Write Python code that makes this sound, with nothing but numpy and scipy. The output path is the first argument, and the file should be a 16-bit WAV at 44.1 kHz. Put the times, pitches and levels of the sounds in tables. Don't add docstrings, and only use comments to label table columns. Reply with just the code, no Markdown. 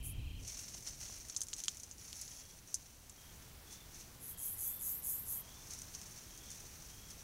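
import sys
import numpy as np
from scipy import signal
from scipy.io import wavfile
from scipy.ndimage import uniform_filter1d

SR = 44100
rng = np.random.default_rng(int(sys.argv[2]) if len(sys.argv) > 2 else 0)


def unload_audio(sound):
    columns = np.transpose(np.atleast_2d(sound))
    steps = np.round(np.clip(columns, -1, 1) * 32767)
    wavfile.write(sys.argv[1], SR, steps.astype(np.int16))


def field_ratio(decibels):
    return 10 ** (np.asarray(decibels, dtype=float) / 20)


N = 318843


def evened(x):
    return x / np.sqrt(np.mean(x ** 2) + 1e-20)


def read(points, hz):
    f, value = np.transpose(points)
    return np.interp(np.log(hz + 1), np.log(f + 1), value)


def column(rows, k):
    return np.interp(np.arange(N) / SR, *np.transpose(rows)[[0, k]])


def add(mix, s, sound):
    part = mix[round(s * SR):][:len(sound)]
    part += sound[:len(part)]


def colour(x, points):
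    level_db = np.maximum(read(points, np.fft.rfftfreq(4096, 1 / SR)), -100)
    half = level_db * np.log(10) / 20
    full = np.r_[half, half[-2:0:-1]]
    taps = np.fft.ifft(np.exp(full - 1j * signal.hilbert(full).imag)).real[:2048]
    return signal.oaconvolve(x, taps)[:len(x)]


def resonate(x, hz, width):
    turn = np.exp(2j * np.pi * np.cumsum(hz * np.ones(len(x))) / SR)
    r = np.exp(-np.pi * width / SR)
    return 2 * (turn * signal.lfilter([1 - r], [1, -r], x / turn + 1e-18)).real


def band(x, lo_hz, hi_hz):
    return signal.sosfilt(signal.butter(3, [lo_hz, hi_hz], "bandpass", fs=SR, output="sos"), x)


def rustle():
    # pitch in Hz, level in dB per Hz.
    stem_colour = [(350, -64), (600, -13.5), (929, -20.5), (1360, -18), (1840, -15.5), (2290, -12.5),
                   (3450, -15), (4530, -8), (4980, -10.5), (5410, -2), (6030, 2.5), (8040, -11.5),
                   (8970, -12.5), (15700, -20.5)]
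    # time in seconds, pitch in Hz.
    twig_hz = [(1.9, 8970), (2., 10100), (2.45, 10100), (2.6, 8860)]
    db = stir_db()
    thick, thin = cracks(), cracks()
    body = band(colour(thick, stem_colour), 260, 8170)
    top = band(colour(.5 * thick + thin, stem_colour), 9100, 17600)
    top = .8 * top + 1.2 * resonate(top, column(twig_hz, 1), 1100)
    top_db = -55 - 7 + 0.85 * (db + 54.5)
    return field_ratio(db) * evened(body) + field_ratio(top_db) * evened(top)


def stir_db():
    # time in seconds, level in dB.
    settling = [(.385, -80), (.4, -60.5), (.7, -58.5), (.97, -60), (1.27, -63), (1.94, -62), (1.975, -69),
                (2.4, -64.5), (2.59, -62.5), (2.64, -73), (2.8, -65), (3.1, -67), (3.2, -64.5),
                (3.45, -64.5), (3.55, -74), (5.43, -73), (5.47, -62.5), (7.23, -66)]
    # peak time in seconds, peak level in dB, rise in seconds, fall in seconds.
    sweeps = [(.484, -47.5, 0.033, 0.13), (.598, -49.5, .1, 0.084), (.748, -53, .15, 0.073),
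              (.87, -45.5, 0.023, 0.063), (1.012, -49.5, 0.032, 0.33), (1.15, -58, .1, 0.14),
              (1.3, -52.5, 0.034, 0.043), (1.59, -47.5, 0.017, 0.038), (1.71, -52.5, .07, 0.061),
              (1.995, -56, 0.017, .4), (2.09, -58, 0.13, .07), (2.19, -52.5, 0.06, 0.17),
              (2.24, -56, .1, 0.036), (2.35, -51.5, .09, .1), (2.68, -59.5, .015, .2),
              (3.728, -52, 0.041, .045), (3.954, -54, 0.029, 0.11), (4.02, -57, .15, 0.017),
              (4.158, -69, .12, .04), (5.68, -61, 0.42, .05), (5.714, -49.5, 0.044, .14),
              (5.816, -58, .03, 0.064), (5.95, -53, 0.072, 0.054), (5.99, -56.5, .05, .9),
              (6.522, -56.5, 0.11, 0.32), (6.898, -58.5, 0.32, .25), (7.108, -50.5, 0.019, 0.022),
              (7.218, -60, 0.14, .03)]
    span_db = 12
    t = np.arange(N) / SR
    power = field_ratio(2 * column(settling, 1))
    for s, db, rise, fall in sweeps:
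        away = np.maximum((s - t) / rise, (t - s) / fall)
        power = power + field_ratio(2 * (db - span_db * away))
    return 10 * np.log10(power)


def cracks():
    size = field_ratio(3.35 * np.minimum(rng.exponential(1, N), 5.5))
    happens = rng.random(N) < 3000 / SR
    clump = field_ratio(1.6 * evened(uniform_filter1d(rng.standard_normal(N), 350)))
    clicks = size * happens * rng.choice([-1., 1.], N) * clump
    linger = np.exp(-1 / (0.0032 * SR))
    hiss_power = signal.lfilter([1 - linger], [1, -linger], clicks ** 2)
    return evened(clicks + 1.46 * rng.standard_normal(N) * np.sqrt(hiss_power))


def snap(s, db, top_db, mid_db):
    t = np.arange(3000) / SR
    bottom_db = mid_db - 7
    t60 = 0.038 - .0009 * mid_db
    a, b = rng.standard_normal((len(t), 2)).T
    crack = (t == 0) * 3.5 + 1.44 * a * field_ratio(-60 * t / 0.0046)
    uneven = field_ratio(3.8 * evened(uniform_filter1d(b, 25)))
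    splinters = a * field_ratio(-60 * t / np.clip(t60, .008, .12)) * uneven

    case = band(resonate(crack + 0.55 * splinters, 6290, 760), 4520, 8300)
    top = band(crack + 0.43 * splinters, 7900, 13600)
    thin_wood = .12 * top + resonate(resonate(top, 9200, 3900), 9200, 3900)
    thick_wood = band(crack + 0.12 * splinters, 2920, 5230)
    bottom = band(crack, 1160, 3420)
    parts = [(0, case), (top_db + 6.5, thin_wood), (mid_db + 7.5, thick_wood), (bottom_db + 3.0, bottom)]
    return s, sum(field_ratio(db + rel_db) * part / abs(part).max() for rel_db, part in parts)


def thump(s, db, hz):
    t = np.arange(1200) / SR
    top_hz = 1.22 * max(hz, 800)
    push = rng.standard_normal(len(t)) * field_ratio(-60 * t / 0.015)
    push = band(band(push, 130, top_hz), 150, top_hz)
    return s, field_ratio(db) * push / abs(push).max()


def katydid_stroke(start, length, full_s, peak_db, first_hz):
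    # pitch in Hz, width in Hz, level in dB.
    wing_modes = [(9550, 350, -6), (10450, 350, -3), (11250, 220, 2), (12000, 260, 0), (12550, 300, 0),
                  (13050, 300, 0), (13750, 350, 0)]
    t = np.arange(0, length, 1 / SR)
    bite_s, lift_s = 0.028, 0.026
    db = peak_db - 5.5 * np.maximum(1 - t / full_s, 0)
    db = db - 72 * np.maximum(t - full_s, 0)
    db = db - 6.5 * np.maximum(1 - t / bite_s, 0) - 11 * np.maximum(1 - (length - t) / lift_s, 0)
    hz = np.minimum(first_hz + 9700 * np.maximum(t - bite_s, 0), 12900)
    low_db = -10 - 12 * (t / length) ** 2.8
    top_db = -10 + 1.1 * (db - peak_db)

    a, b, c = rng.standard_normal((len(t), 3)).T
    rate = np.interp(t, [0, .06, .12], [100, 150, 345])
    turns = np.cumsum(rate * (1 + 0.065 * evened(uniform_filter1d(a, 300)))) / SR % 1
    puffs = .33 + np.exp(-turns / .45)
    scrape = np.tanh(b / 1.9) * puffs * field_ratio(0.57 * evened(uniform_filter1d(c, 60)))
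    other_scrape = np.tanh(a / 1.9) * puffs

    size = .95 if start < 1 else 1
    modes = 0
    for f, width, mode_db in wing_modes:
        gain = field_ratio(mode_db - 5.6 * ((f * size - hz) / 1000) ** 2)
        modes = modes + gain * resonate(scrape, f * size, width) / np.sqrt(width)
    wide = resonate(resonate(scrape, hz, 1900), hz, 1900)
    mirror = 1.2 * evened(band(modes, 7900, 15300)) + 0.95 * evened(wide)
    mirror = evened(mirror + 0.22 * evened(band(scrape, 9000, 16500)))

    cell_level = db + low_db
    cell_hz = np.minimum(6494 + 110 * (cell_level.max() - cell_level), 8500)
    cell = scrape
    for _ in range(3):
        cell = resonate(cell, cell_hz, 1500)
    low = evened(evened(cell) + 0.97 * evened(band(other_scrape, 7600, 9100)))
    wing = mirror + field_ratio(low_db) * low + field_ratio(top_db) * evened(band(other_scrape, 14050, 16200))
    echoes = np.zeros(420)
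    echoes[[0, 66, 275, 361]] = .8, .3, .45, -.3
    return start, np.convolve(field_ratio(db) * wing * signal.windows.tukey(len(t), .02), echoes)


def cricket_chirp(start, end, first_hz, hz, db, rate, sag):
    t = np.arange(0, end - start, 1 / SR)
    beat = t * rate % 1
    held = np.interp(t, [0, 0.59 * (end - start)], [first_hz, hz])
    uneven = field_ratio(1.6 * rng.standard_normal(40))[(t * rate).astype(int)]
    pitch = held - 1.5 * sag * (beat ** 2.6 - .16)
    pulses = (.04 + np.sin(np.pi * beat) ** 2) * uneven
    tone = np.sin(2 * np.pi * np.cumsum(pitch) / SR) * pulses
    blurred = tone + 0.19 * np.roll(tone, 310) - 0.31 * np.roll(tone, 720)
    ends = np.minimum(t / 0.0025 + .1, (t[-1] - t) / (0.13 * t[-1]))
    return start, field_ratio(db + 4.5) * blurred * np.clip(ends, 0, 1)


def far_car():
    # time in seconds, level in dB.
    passing = [
        (4.4, -95),
        (4.9, -75),
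        (5.6, -71),
        (6.1, -80),
        (6.5, -95),
    ]
    roar = resonate(resonate(rng.standard_normal(N), 910, 450), 910, 450)
    return field_ratio(column(passing, 1)) * evened(roar)


def night():
    # pitch in Hz, level in dB per Hz.
    air_colours = [
        [(250, -16), (700, -16), (1500, -24), (3000, -17.5), (5000, -24), (15700, -26.5)],
        [(180, -42), (300, -17), (554, -2), (1020, -4), (1110, -5), (1760, -6), (15700, -8.5)],
        [(180, -24), (300, -11), (643, -2.5), (1950, -5.5), (3050, -6.5), (3480, -6.5), (3970, -6.5),
         (6110, -7.5), (7210, -9), (15700, -8)],
    ]
    air_levels = [-62.5, -62.5, -59]
    # pitch in Hz, level in dB per Hz.
    rumble_colours = [
        [(8.8, -36), (15, 2.5), (86, 0), (152, -9.5), (214, -23), (270, -16.5), (362, -32.5), (500, -41),
         (650, -63), (1100, -120)],
        [(8.8, -33), (15, -2), (72, 0), (500, -19), (650, -41.5), (1100, -120)],
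    ]
    # time in seconds, level in dB.
    gusts = [(0, -43.5), (.15, -46.5), (.19, -40), (.24, -46), (.43, -46.5), (.5, -59), (.76, -57),
             (1.4, -61), (3.15, -63), (3.35, -58.5), (4.6, -60), (5.2, -58.5), (7.23, -59)]
    shares = view_shares()
    air = 0
    for share, db, points in zip(shares, air_levels, air_colours):
        air = air + share * field_ratio(db) * evened(colour(rng.standard_normal(N), points))
    wind, traffic = (evened(colour(rng.standard_normal(N), points)) for points in rumble_colours)
    rumble = shares[0] * wind + np.sqrt(1 - shares[0] ** 2) * traffic
    return air + field_ratio(column(gusts, 1)) * rumble


def view_shares():
    # start in seconds, end in seconds.
    changes = [
        (.39, 0.6),
        (3.15, 3.25),
    ]
    a, b = (np.clip((np.arange(N) / SR - s) / (e - s), 0, 1) for s, e in changes)
    return np.sqrt([1 - a, a - b, b])


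def scene():
    # time in seconds, peak in dB,
    # then thin splinters and thick wood, both in dB against the peak.
    snaps = [(0.4778, -35.5, -10, -23), (0.501, -42, -32, -15), (0.591, -37, -23, -20),
             (0.886, -42, -2.5, -6), (1.062, -42, -19, -7), (1.298, -34, -20, -15), (1.3482, -41, -14, -10),
             (1.3635, -23, -30, -20), (1.3724, -42, 2, -16), (1.4065, -31, -9, -20),
             (1.4162, -24.5, -13.5, -17), (1.434, -39, -1, -19), (1.4849, -37, -10, -17),
             (1.5314, -34, -17, -5), (1.536, -26, -20, -19), (1.6024, -34, -15, -13),
             (1.6374, -28, -19, -14), (1.646, -36, -18, -13), (1.657, -43, -6, -5), (1.682, -21, -21, -6),
             (1.8335, -34.5, -18.5, -18), (1.9124, -34.5, -26, -22), (2.1291, -36.5, -11, -4.5),
             (2.2137, -34.5, -6.5, -28), (2.2174, -34, -22, -19), (2.278, -39, -25, -11.5),
             (2.7426, -22.5, -11, -24), (3.0963, -44, -6, -15), (5.9498, -34.5, -18, -24),
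             (6.0152, -35.5, -18, -15)]
    # time in seconds, peak in dB.
    small_twigs = [(0.449, -52), (0.635, -46), (0.8066, -46), (0.8664, -43), (1.2853, -42), (1.4688, -41),
                   (1.5007, -45), (1.5137, -47), (1.5648, -40), (1.5823, -39), (1.7464, -45),
                   (1.7706, -38.5), (1.7988, -40), (1.8644, -51), (1.982, -46), (2.1665, -43),
                   (2.3074, -46), (2.6753, -47), (2.823, -54), (5.7079, -39), (5.7354, -39), (5.789, -39),
                   (5.818, -37.5), (6.376, -41.5), (6.5034, -40.5), (6.5151, -40), (7.1055, -41)]
    # time in seconds, peak in dB, pitch in Hz.
    paws = [
        (0.749, -50, 318),
        (0.867, -52, 388),
        (1.096, -45, 1290),
        (6.639, -51.5, 350),
    ]
    # start in seconds, length in seconds,
    # time to full strength in seconds, peak in dB, first wing pitch in Hz.
    strokes = [
        (0.027, 0.1, 0.022, -46.5, 10300),
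        (4.201, .15, 0.1, -48.5, 10900),
        (4.373, 0.2, 0.097, -41.5, 10900),
        (4.564, 0.23, 0.1, -40, 11150),
        (4.791, .23, 0.098, -39.5, 11400),
        (5.02, 0.25, 0.076, -39, 11300),
        (5.255, 0.17, 0.068, -40.5, 11300),
    ]
    # pitch in Hz, level in dB, pulses per second,
    # fall in pitch within a pulse in Hz.
    chorus = [(2610, -68, 27, 449), (2430, -70.5, 24, 206), (3100, -65.5, 34, 140), (2780, -71, 28, 302),
              (3230, -69, 30, 247), (2950, -71, 46, 180)]
    # first pitch in Hz, held pitch in Hz, pulses per second,
    # fall in pitch within a pulse in Hz.
    voices = [(4010, 4160, 44, 150), (3290, 3340, 38, 120), (3235, 3240, 37, 119), (3380, 3535, 37, 127),
              (3190, 3330, 51, 230)]
    # start in seconds, length in seconds, level in dB.
    chirps = [
        [(0.186, .2, -71)],
        [(2.304, 0.26, -72)],
        [(3.175, 0.16, -69.5), (4.303, 0.25, -68.5), (5.358, 0.2, -68.5), (6.29, .24, -68)],
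        [(3.663, .195, -66.5), (4.65, 0.18, -67.5), (5.478, .17, -67.5), (6.401, 0.16, -67.5)],
        [(6.892, 0.26, -69)],
    ]

    mix = night() + far_car() + rustle()
    for row in snaps:
        add(mix, *snap(*row))
    for s, db in small_twigs:
        add(mix, *snap(s, db, -10, -19))
    for row in paws:
        add(mix, *thump(*row))
    for row in strokes:
        add(mix, *katydid_stroke(*row))
    for hz, db, rate, sag in chorus:
        add(mix, *cricket_chirp(0, 0.45, hz, hz, db, rate, sag))
    for (first_hz, hz, rate, sag), rows in zip(voices, chirps):
        for s, length, db in rows:
            add(mix, *cricket_chirp(s, s + length, first_hz, hz, db, rate, sag))
    return mix[None]


def top_cut(x):
    return signal.sosfilt(signal.butter(12, 16480, fs=SR, output="sos"), x)


def record(dry):
    low_pass = signal.firwin(511, 15800, window=("kaiser", 9), fs=SR)
    cut = signal.oaconvolve(dry, low_pass[None], "same")
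    return top_cut(cut)


dry = scene()
out = record(dry)
unload_audio(out)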